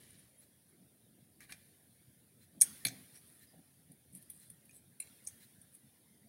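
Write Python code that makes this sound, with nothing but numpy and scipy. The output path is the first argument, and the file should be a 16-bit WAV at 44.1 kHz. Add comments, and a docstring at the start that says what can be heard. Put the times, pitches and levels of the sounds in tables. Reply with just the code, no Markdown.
"""Hands work on a plastic toy figure, close to a laptop microphone, over rumble, hiss and a faint clock tick each second.
First fingers rub, a tab ticks, joints squeak and a bump leads to hollow knocks near 1.5 s; near 2.6 s a stiff joint
creaks and snaps, then knocks jolt the toy. Rubs, squeaks and light ticks follow, a knock at 4.7 s, a peg click
at 5.0 s, a last snap at 5.27 s and ticks. Parts are decaying modes plus cracking noise; rubs and bumps are swelling
noise. A noise suppressor holds the quiet down, opens on each snap and closes slowly."""
import sys
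import numpy as np
from scipy import signal
from scipy.fft import rfft, irfft, next_fast_len
from scipy.io import wavfile
from scipy.ndimage import uniform_filter1d, map_coordinates

SR = 44100
rng = np.random.default_rng(int(sys.argv[2]) if len(sys.argv) > 2 else 0)


def generate_wav(signal):
    """Clip the signal to [-1, 1] and save it as 16-bit WAV at the path in sys.argv[1]."""
    frames = np.transpose(np.atleast_2d(signal))
    scaled = np.clip(frames, -1, 1) * 32767
    pcm = np.round(scaled).astype(np.int16)
    wavfile.write(sys.argv[1], SR, pcm)


N = 277124
TIME = np.arange(N) / SR
# All levels are set ahead of the suppressor; spectra are relative.
GRIP_HZ = 90.4  # how fast friction varies as the fingers catch and slide

# thud register of bumps, crack of the jolt: freq_hz, density_db (per Hz)
THUD_COLOUR = [(100, -38), (170, 0.5), (230, -0.5), (320, -7.5), (600, -39.5)]
# crack of the hollow shell and of the peg: freq_hz, density_db
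SHELL_CRACK_COLOUR = [(200, -27), (450, -35), (680, -20), (1000, -33.5), (1280, -20), (1600, -4),
                      (2250, -2), (3000, -15), (4100, -3.5), (4900, -11), (7500, -30)]


def undb(db):
    """Decibels to gain."""
    return 10 ** (np.asarray(db) / 20)


def unit(x):
    """Scale to rms 1."""
    return x / np.sqrt(np.mean(x ** 2))


def colour(x, points):
    """Filter by (freq_hz, gain_db) points, interpolated over log frequency."""
    hz, db = np.transpose(points)
    size = next_fast_len(len(x))
    f = np.maximum(np.fft.rfftfreq(size, 1 / SR), 1)
    gain = undb(np.interp(np.log(f), np.log(hz), db))
    return irfft(rfft(x, size) * gain, size)[:len(x)]


def shade(x, points):
    """Colour a short sound without wrapping its start round to its end."""
    return colour(np.pad(x, (0, len(x))), points)[:len(x)]


def noise(points, size=N):
    """Coloured noise of rms 1."""
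    return unit(colour(rng.standard_normal(size), points))


def swell(middle_s, half_length_s):
    """Gaussian rise and fall, down to exp(-2) at the half length."""
    return np.exp(-2 * np.minimum(((TIME - middle_s) / half_length_s) ** 2, 20))


def waver(hz, size=N):
    """Random wander of rms 1: straight lines between hz random values a second."""
    turns = np.arange(size) * hz / SR
    return unit(map_coordinates(rng.standard_normal(size), [turns], order=1))


def flicker(x, depth_db, top_hz=8000, size=512, frames=9):
    """Narrow bands waver, less so towards the top; output rms 1."""
    f, _, z = signal.stft(x, SR, nperseg=size)
    walk = uniform_filter1d(rng.standard_normal(z.shape), frames, axis=1)
    walk = unit(uniform_filter1d(walk, 2, axis=0))
    band_depth_db = depth_db / (1 + (f[:, None] / top_hz) ** 4)
    return unit(signal.istft(z * undb(band_depth_db * walk), SR, nperseg=size)[1][:N])


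def add(out, start_s, x):
    """Mix a sound in at a time."""
    i = int(start_s * SR)
    out[i:i + len(x)] += x[:len(out) - i]


def background():
    """Room rumble and microphone hiss, each flickering band by band."""
    # low room noise: freq_hz, density_db (per Hz)
    rumble_colour = [(25, -39), (55, -34.5), (78, -1), (100, -3), (125, 1.5), (220, -1.5), (400, -12.5),
                     (700, -12.5), (1000, -19.5), (2000, -48)]
    # microphone noise: freq_hz, density_db (per Hz)
    hiss_colour = [(300, -16), (1200, -7.5), (1750, 2), (2800, -3.5), (3400, 0), (5500, -3), (7800, -6.5),
                   (8200, -3), (9600, 6.5), (12000, -0.5), (15600, -2.5)]
    rumble = undb(-63) * flicker(noise(rumble_colour), depth_db=3.0)
    hiss = undb(-50.5) * flicker(noise(hiss_colour), depth_db=3.5)
    return rumble + hiss


def clock():
    """A distant clock: one soft swell of coloured noise a second."""
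    # clock tick: freq_hz, density_db (per Hz)
    tick_colour = [(800, -39), (1900, -10), (3000, -20), (3800, -15.5), (4050, -4.5), (4400, -16.5),
                   (6500, -19.5), (9000, -16)]
    first_s, half_length_s, level_db = 0.4305, 0.038, -46
    swells = sum(swell(first_s + k, half_length_s) for k in range(int(N / SR)))
    return undb(level_db) * noise(tick_colour) * swells


def bumps():
    """Soft hands thud against the toy: swelling noise in a boom, a thud and a hollow register."""
    # hand contacts: middle_s, half_length_s, boom_db, thud_db, hollow_db
    bump_events = [(0.825, 0.05, -60, -58.5, -77), (1.543, 0.027, -67, -70, -66),
                   (2.568, 0.046, -77, -54, -65), (2.864, 0.016, -62, -54.5, -51.5),
                   (2.919, 0.036, -62, -58, -60.5), (2.976, 0.18, -69, -61.5, -71),
                   (3.544, 0.0094, -71, -63, -56.5), (3.584, 0.061, -71.5, -61, -62),
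                   (3.912, 0.038, -59, -62, -66), (4.157, 0.046, -63.5, -59.5, -78)]
    # lowest register: freq_hz, density_db (per Hz)
    boom_colour = [(50, -46.5), (85, -16.5), (125, -4), (160, -3), (300, -39.5)]
    # highest register: freq_hz, density_db (per Hz)
    hollow_colour = [(220, -36.5), (420, -7), (750, 3.5), (950, -15.5), (2000, -41)]
    boom, thud, hollow = noise(boom_colour), noise(THUD_COLOUR), noise(hollow_colour)
    out = np.zeros(N)
    for middle_s, half_length_s, boom_db, thud_db, hollow_db in bump_events:
        mix = undb(boom_db) * boom + undb(thud_db) * thud + undb(hollow_db) * hollow
        out += swell(middle_s, half_length_s) * mix
    return out


def strike(modes, crack, slip_s, ring_db, ring_time=1, crack_t60_s=0.03, detune=0.00033,
           span_s=0.0071, size=6144):
    """Modes and crack build up while the joint slips, then decay; energy equals rms 1 over the span."""
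    t = np.arange(size) / SR

    def envelope(t60_s):
        rise = np.minimum(t / slip_s, 1) ** 1.1
        return rise * undb(-60 * np.maximum(t - slip_s, 0) / (t60_s * ring_time))

    ring = np.zeros(size)
    for hz, db, t60_s in modes:
        # the grip shifts each mode a little from strike to strike
        cycles = hz * (1 + detune * rng.standard_normal()) * t + rng.random()
        ring += undb(db) * envelope(t60_s) * np.sin(2 * np.pi * cycles)
    cracking = unit(envelope(crack_t60_s) * noise(crack, size=size))
    both = undb(ring_db) * unit(ring) + cracking
    return unit(both) * np.sqrt(span_s * SR / size)


def shell(slip_s, ring_db, bright_db=0, pitch=1, ring_time=1):
    """The hollow shell rings lowest, each limb at its own pitch; harder contact lifts the upper modes."""
    # hollow shell at pitch and ring_time 1: freq_hz, level_db, t60_s
    shell_modes = [(1661, -8.5, 0.054), (2251, -1, .06), (2343, 2, 0.074), (3450, 0, 0.03),
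                   (4150, 4, 0.045), (4450, 1, 0.029)]
    modes = [(hz * pitch, db, t60_s) for hz, db, t60_s in shell_modes]
    x = strike(modes, SHELL_CRACK_COLOUR, slip_s, ring_db, ring_time)
    return shade(x, [(2400, 0.0012), (3500, bright_db)])


def socket(slip_s, ring_db, ring_time=1):
    """The stiff socket rings below the tabs."""
    # socket at ring_time 1: freq_hz, level_db, t60_s
    socket_modes = [(5445, -14.5, 0.0067), (6030, -8.5, 0.031), (6440, -2, 0.016), (6540, 0.5, 0.046)]
    # socket crack: freq_hz, density_db
    crack_colour = [(2800, -37), (3550, -17.5), (4200, -27.5), (5200, -5), (6400, -1.5), (7200, -12.5),
                    (8200, -3), (9500, -28)]
    return strike(socket_modes, crack_colour, slip_s, ring_db, ring_time)


def tab(slip_s, ring_db, tilt_db=0, ring_time=1, pitch=1):
    """A thin tab rings high and short; a slender one tilts to its top modes, a stubby one away."""
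    # tab at pitch and ring_time 1, before tilt: freq_hz, level_db, t60_s
    tab_modes = [(8360, -20.5, 0.041), (8970, -8.5, 0.013), (9320, -9.5, 0.04), (9517, 3, 0.017),
                 (9300, 3.5, .036), (10020, -8, .018), (10040, -11, 0.025), (11000, -12, .026),
                 (11460, -14.5, 0.015), (13100, -16.5, 0.027), (14500, -22.5, 0.014)]
    # tab crack before tilt: freq_hz, density_db
    crack_colour = [(6500, -48), (8000, -12), (9300, -3), (10200, -0.5), (11200, -6.5), (12300, -14.5),
                    (13200, -14.5), (15000, -20), (16000, -40)]
    modes = [(hz * pitch, db, t60_s) for hz, db, t60_s in tab_modes]
    x = strike(modes, crack_colour, slip_s, ring_db, ring_time)
    tilted = shade(x, [(7800, -tilt_db), (9500, 0), (11500, tilt_db)])
    return np.std(x) * unit(tilted)  # tilt keeps the level


def rubs(grain_db=5, rate_hz=1200, slip_s=0.00062, ring_db=-7, bright_db=-7):
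    """Uneven micro-slips scrape along an edge and ring the shell, over the rustle of skin."""
    # edges and fingers dragging: middle_s, half_length_s, edge_db, shell_db, skin_db, edge_pitch_factor
    rub_events = [(0, 0.37, -48, -51, -48, 1.02), (1.433, 0.042, -51, -44.5, -50, 1),
                  (1.51, 0.028, -45, -38.5, -50, 1), (3.161, 0.029, -47, -55, -53, 0.98),
                  (3.328, 0.21, -52, -64, -64, 1), (4.157, 0.045, -40, -62.5, -57.5, 0.99),
                  (4.225, 0.011, -42.5, -66.5, -53, 1.07), (4.401, 0.17, -47.5, -83.5, -65, 0.97),
                  (4.757, 0.045, -44, -66, -57, 0.97), (5.249, 0.016, -44, -71, -59.5, 0.96),
                  (5.752, 0.039, -48.5, -85, -62.5, 1)]
    # scraping edge at pitch 1: freq_hz, density_db (per Hz)
    scrape_colour = [(6000, -39), (7800, -12.5), (8900, 0.5), (10200, 2), (11300, -3), (12300, -8),
                     (15500, -19)]
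    # fingertips sliding on plastic: freq_hz, density_db (per Hz)
    skin_colour = [(300, 2), (800, -8), (1200, 1), (1700, -11), (3000, 8.5), (5200, 6), (7000, 3.5),
                   (12000, -7)]
    grip_db = 1  # rms friction variation

    def slips():
        sizes = undb(grain_db * np.clip(rng.standard_normal(N), -2, 2))
        signs = np.sign(rng.standard_normal(N))
        return sizes * signs * (rng.random(N) < rate_hz / SR)

    out, edge, skin = np.zeros(N), slips(), noise(skin_colour)
    body = unit(signal.fftconvolve(slips(), shell(slip_s, ring_db, bright_db))[:N])
    grip = unit(undb(grip_db * waver(GRIP_HZ)))
    for middle_s, half_length_s, edge_db, shell_db, skin_db, pitch in rub_events:
        pressure = swell(middle_s, half_length_s) * grip
        on = pressure > 1e-4
        scrape = unit(shade(edge[on], [(hz * pitch, db) for hz, db in scrape_colour]))
        mix = undb(edge_db) * scrape + undb(shell_db) * body[on] + undb(skin_db) * skin[on]
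        out[on] += pressure[on] * mix
    return out


def squeaks():
    """A tight joint sticks and slips as it turns, keeping one unsteady resonance going."""
    # grating joints: middle_s, half_length_s, pitch_hz, level_db
    squeak_events = [(0.191, 0.012, 9500, -42.5), (.395, 0.02, 10400, -42), (0.694, 0.014, 10960, -48),
                     (2.835, .03, 1800, -54), (3.167, 0.037, 5700, -51.5), (3.45, 0.1, 1810, -58),
                     (3.499, 0.043, 4860, -55.5), (4.44, .04, 4100, -57.5), (4.768, 0.024, 8100, -47)]
    width, wander = .08, 0.015  # fluctuation rate and rms pitch unsteadiness, shares of the pitch
    out = np.zeros(N)
    for middle_s, half_length_s, hz, db in squeak_events:
        pressure = swell(middle_s, half_length_s)
        on = pressure > 1e-3
        size = int(on.sum())
        pitch_hz = hz * (1 + wander * waver(GRIP_HZ, size=size))
        phase = 2 * np.pi * np.cumsum(pitch_hz) / SR
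        slips = waver(hz * width, size=size) + 1j * waver(hz * width, size=size)
        out[on] += undb(db) * pressure[on] * np.real(slips * np.exp(1j * phase))
    return out


def jolt():
    """A hard knock jolts the whole toy in the hands: low modes and a thump of noise."""
    # whole toy: freq_hz, level_db, t60_s
    jolt_modes = [(89, -29, 0.34), (119, 3.5, .3), (161, -2.5, 0.083), (259, -3, 0.2), (278, 2.5, .15)]
    start_s, level_db, rise_s, ring_db = 2.852, -39.5, 0.0054, 6.5
    out = np.zeros(N)
    thump = strike(jolt_modes, THUD_COLOUR, rise_s, ring_db, crack_t60_s=0.29, size=16384)
    add(out, start_s, undb(level_db) * thump)
    return out


def pegs():
    """A tab cracks as the peg goes home, and the peg rings on in a few clear modes."""
    # peg clicking into its hole and rattling: start_s, peg_db, tab_db
    peg_clicks = [(5.0005, -36.5, -25.5), (5.0235, -42.5, -42), (5.071, -49, -62)]
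    # peg: freq_hz, level_db, t60_s
    peg_modes = [(2200, -1, .07), (2430, -1, .035), (2676, 0, 0.038), (4075, 1.5, .04), (7260, 1.5, 0.044)]
    slip_s, ring_db, tab_ring_db, tab_tilt_db = 0.00114, 27, -0.5, -5.5  # ring over crack
    out = np.zeros(N)
    for start_s, peg_db, tab_db in peg_clicks:
        add(out, start_s, undb(peg_db) * strike(peg_modes, SHELL_CRACK_COLOUR, slip_s, ring_db))
        add(out, start_s, undb(tab_db) * tab(slip_s, tab_ring_db, tab_tilt_db))
    return out


def ticks():
    """Light flicks past a catch ring a tab and barely reach the shell of a small limb."""
    # tab flicks: start_s, level_db, tab_tilt_db
    tick_events = [(0.104, -40.5, 0), (2.601, -35, -10), (3.916, -39.5, 4.5), (4.299, -29.5, 8.5),
                   (4.318, -48, 9), (4.499, -33, 3), (4.652, -45, 12), (5.2815, -43, 10),
                   (5.614, -40.5, -2), (5.748, -37.5, 3)]
    slip_s, ring_db = 0.003, 1  # ring over crack
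    shell_db, shell_pitch = -18, 1.45  # shell against tab
    out = np.zeros(N)
    for start_s, db, tilt_db in tick_events:
        flick = tab(slip_s, ring_db, tilt_db)
        limb = undb(shell_db) * shell(slip_s, ring_db, pitch=shell_pitch)
        add(out, start_s, undb(db) * (flick + limb))
    return out


def knocks():
    """A hollow part hits its stop or rebounds, ringing shell, socket and tab in its own mix."""
    # contacts: start_s, shell_db, socket_db, tab_db, slip_s, ring_over_crack_db, shell_pitch_factor,
    # upper_shell_modes_db, shell_ring_time_factor, tab_tilt_db
    knock_events = [(1.405, -33, -43, -42, 0.001, -5.5, 0.72, -23, 2.6, 9),
                    (1.494, -35, -60, -48, 0.0012, 10, 0.67, -9, 1.6, 0),
                    (1.5208, -32.5, -37, -37, 0.0018, -17, 1.4, 0, 0.83, 2),
                    (1.5235, -26, -52, -47, 0.00045, 14, 1.02, -10.5, 0.22, 4),
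                    (2.8499, -28.5, -44, -23.5, 0.00093, 8, 1.05, 3.5, 0.5, 2),
                    (2.853, -26.5, -51, -46, 0.00046, 12.5, 0.99, 1, 0.5, -3.5),
                    (2.865, -35, -35, -33.5, 0.005, 1.5, 1.02, 3, 0.77, 11),
                    (2.883, -43, -37, -49, 0.0012, -33, 1, 4, 1.1, 5),
                    (4.6935, -37.5, -58, -48, 0.0004, 29, 1.07, -16.5, 0.63, -3),
                    (4.71, -46, -48, -48, .001, 9, 1.2, -9.5, 1, 6.5)]
    tab_ring_db = -4  # a knocked tab cracks more than it rings
    out = np.zeros(N)
    for (start_s, shell_db, socket_db, tab_db, slip_s, ring_db, pitch, bright_db,
         ring_time, tilt_db) in knock_events:
        add(out, start_s, undb(shell_db) * shell(slip_s, ring_db, bright_db, pitch, ring_time))
        add(out, start_s, undb(socket_db) * socket(slip_s, ring_db))
        add(out, start_s, undb(tab_db) * tab(slip_s, tab_ring_db, tilt_db))
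    return out


def snaps():
    """A joint creaks, then gives: tabs and socket ring hard, shell faintly; a tight grip shortens the ring."""
    # jumps in the socket: start_s, tab_db, socket_db, tab_tilt_db, tab_ring_over_crack_db,
    # ring_time_factor, tab_pitch_factor
    snap_events = [(2.612, -19.5, -38, 1, 7.5, 1, 1.02), (2.6165, -21, -34.5, 3, 4, 1, 0.9),
                   (2.6178, -19.5, -29.5, -0.5, 11, 0.79, 1.005), (5.271, -32, -29.5, -9.5, 4, 0.56, .87),
                   (5.2731, -28, -37.5, -6.5, 3, 0.45, 1.02)]
    creak_lead_s, creak_slip_s = 0.0069, 0.0017
    creak_db, creak_ring_db = -11.5, -5  # against tab; ring over crack
    slip_s, socket_ring_db = 0.0014, 9  # the shell has the same ring over crack
    shell_db, bright_db, shell_rise_s = -23.5, -5.5, 0.0057  # against tab; upper modes
    out = np.zeros(N)
    for start_s, tab_db, socket_db, tilt_db, ring_db, ring_time, pitch in snap_events:
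        creak = socket(creak_slip_s, creak_ring_db)
        add(out, start_s - creak_lead_s, undb(tab_db + creak_db) * creak)
        add(out, start_s, undb(tab_db) * tab(slip_s, ring_db, tilt_db, ring_time, pitch))
        add(out, start_s, undb(socket_db) * socket(slip_s, socket_ring_db, ring_time))
        body = shell(shell_rise_s, socket_ring_db, bright_db, ring_time=ring_time)
        add(out, start_s, undb(tab_db + shell_db) * body)
    return out


def room(x, gap_s=0.0086, size=22050):
    """Decaying noise after a short gap: dense early reflections and a fainter tail, fullest near 2 kHz."""
    # late tail: freq_hz, gain_db
    tail_colour = [(200, 1), (700, 2), (1200, -1.5), (1950, 12.5), (2900, 2.5), (3600, 5), (6000, 0.5),
                   (9500, -2.5), (15000, -6.5)]
    early_t60_s, early_db, late_t60_s, late_db = 0.081, -11.5, .6, -22
    t = np.arange(size) / SR

    def reflections(t60_s):
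        tail = rng.standard_normal(size) * undb(-60 * t / t60_s) * (t > gap_s)
        return tail / np.linalg.norm(tail)

    early = undb(early_db) * reflections(early_t60_s)
    late = undb(late_db) * shade(reflections(late_t60_s), tail_colour)
    return x + signal.fftconvolve(x, early + late)[:N]


def scene():
    """The toy in its room, over background and clock."""
    toy = ticks() + snaps() + knocks() + pegs() + jolt() + rubs() + squeaks() + bumps()
    return (background() + clock() + room(toy))[None]


def suppress(x, threshold_db=-49, range_db=32, bass_depth_db=6, mid_depth_db=23, top_depth_db=19,
             release_s=0.35, knee=3.52, split_hz=600, top_hz=8000, size=176):
    """Noise suppressor: treble level opens three bands at once; they close slowly to their own depths."""
    bass = signal.sosfiltfilt(signal.butter(2, split_hz, fs=SR, output="sos"), x)
    treble = x - bass
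    mid = signal.sosfiltfilt(signal.butter(8, top_hz, fs=SR, output="sos"), treble)
    top = treble - mid
    heard_db = 10 * np.log10(np.abs(uniform_filter1d(treble ** 2, size)) + 1e-18)
    opening = np.clip((heard_db - threshold_db) / range_db, 0, 1) ** knee
    # peak hold with exponential release
    fade = np.exp(-TIME / release_s)
    closed = 1 - np.maximum.accumulate(opening / fade, axis=-1) * fade
    quiet_bass = bass * undb(-bass_depth_db * closed)
    quiet_mid = mid * undb(-mid_depth_db * closed)
    return quiet_bass + quiet_mid + top * undb(-top_depth_db * closed)


def record(dry, low_cut_hz=52, top_cut_hz=15800):
    """The laptop suppresses noise and cuts the deep bass and the top."""
    high_pass = signal.butter(2, low_cut_hz, "high", fs=SR, output="sos")
    thin = signal.sosfilt(high_pass, suppress(dry))
    return signal.sosfilt(signal.ellip(10, .2, 70, top_cut_hz, fs=SR, output="sos"), thin)


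dry = scene()
out = record(dry)
generate_wav(out)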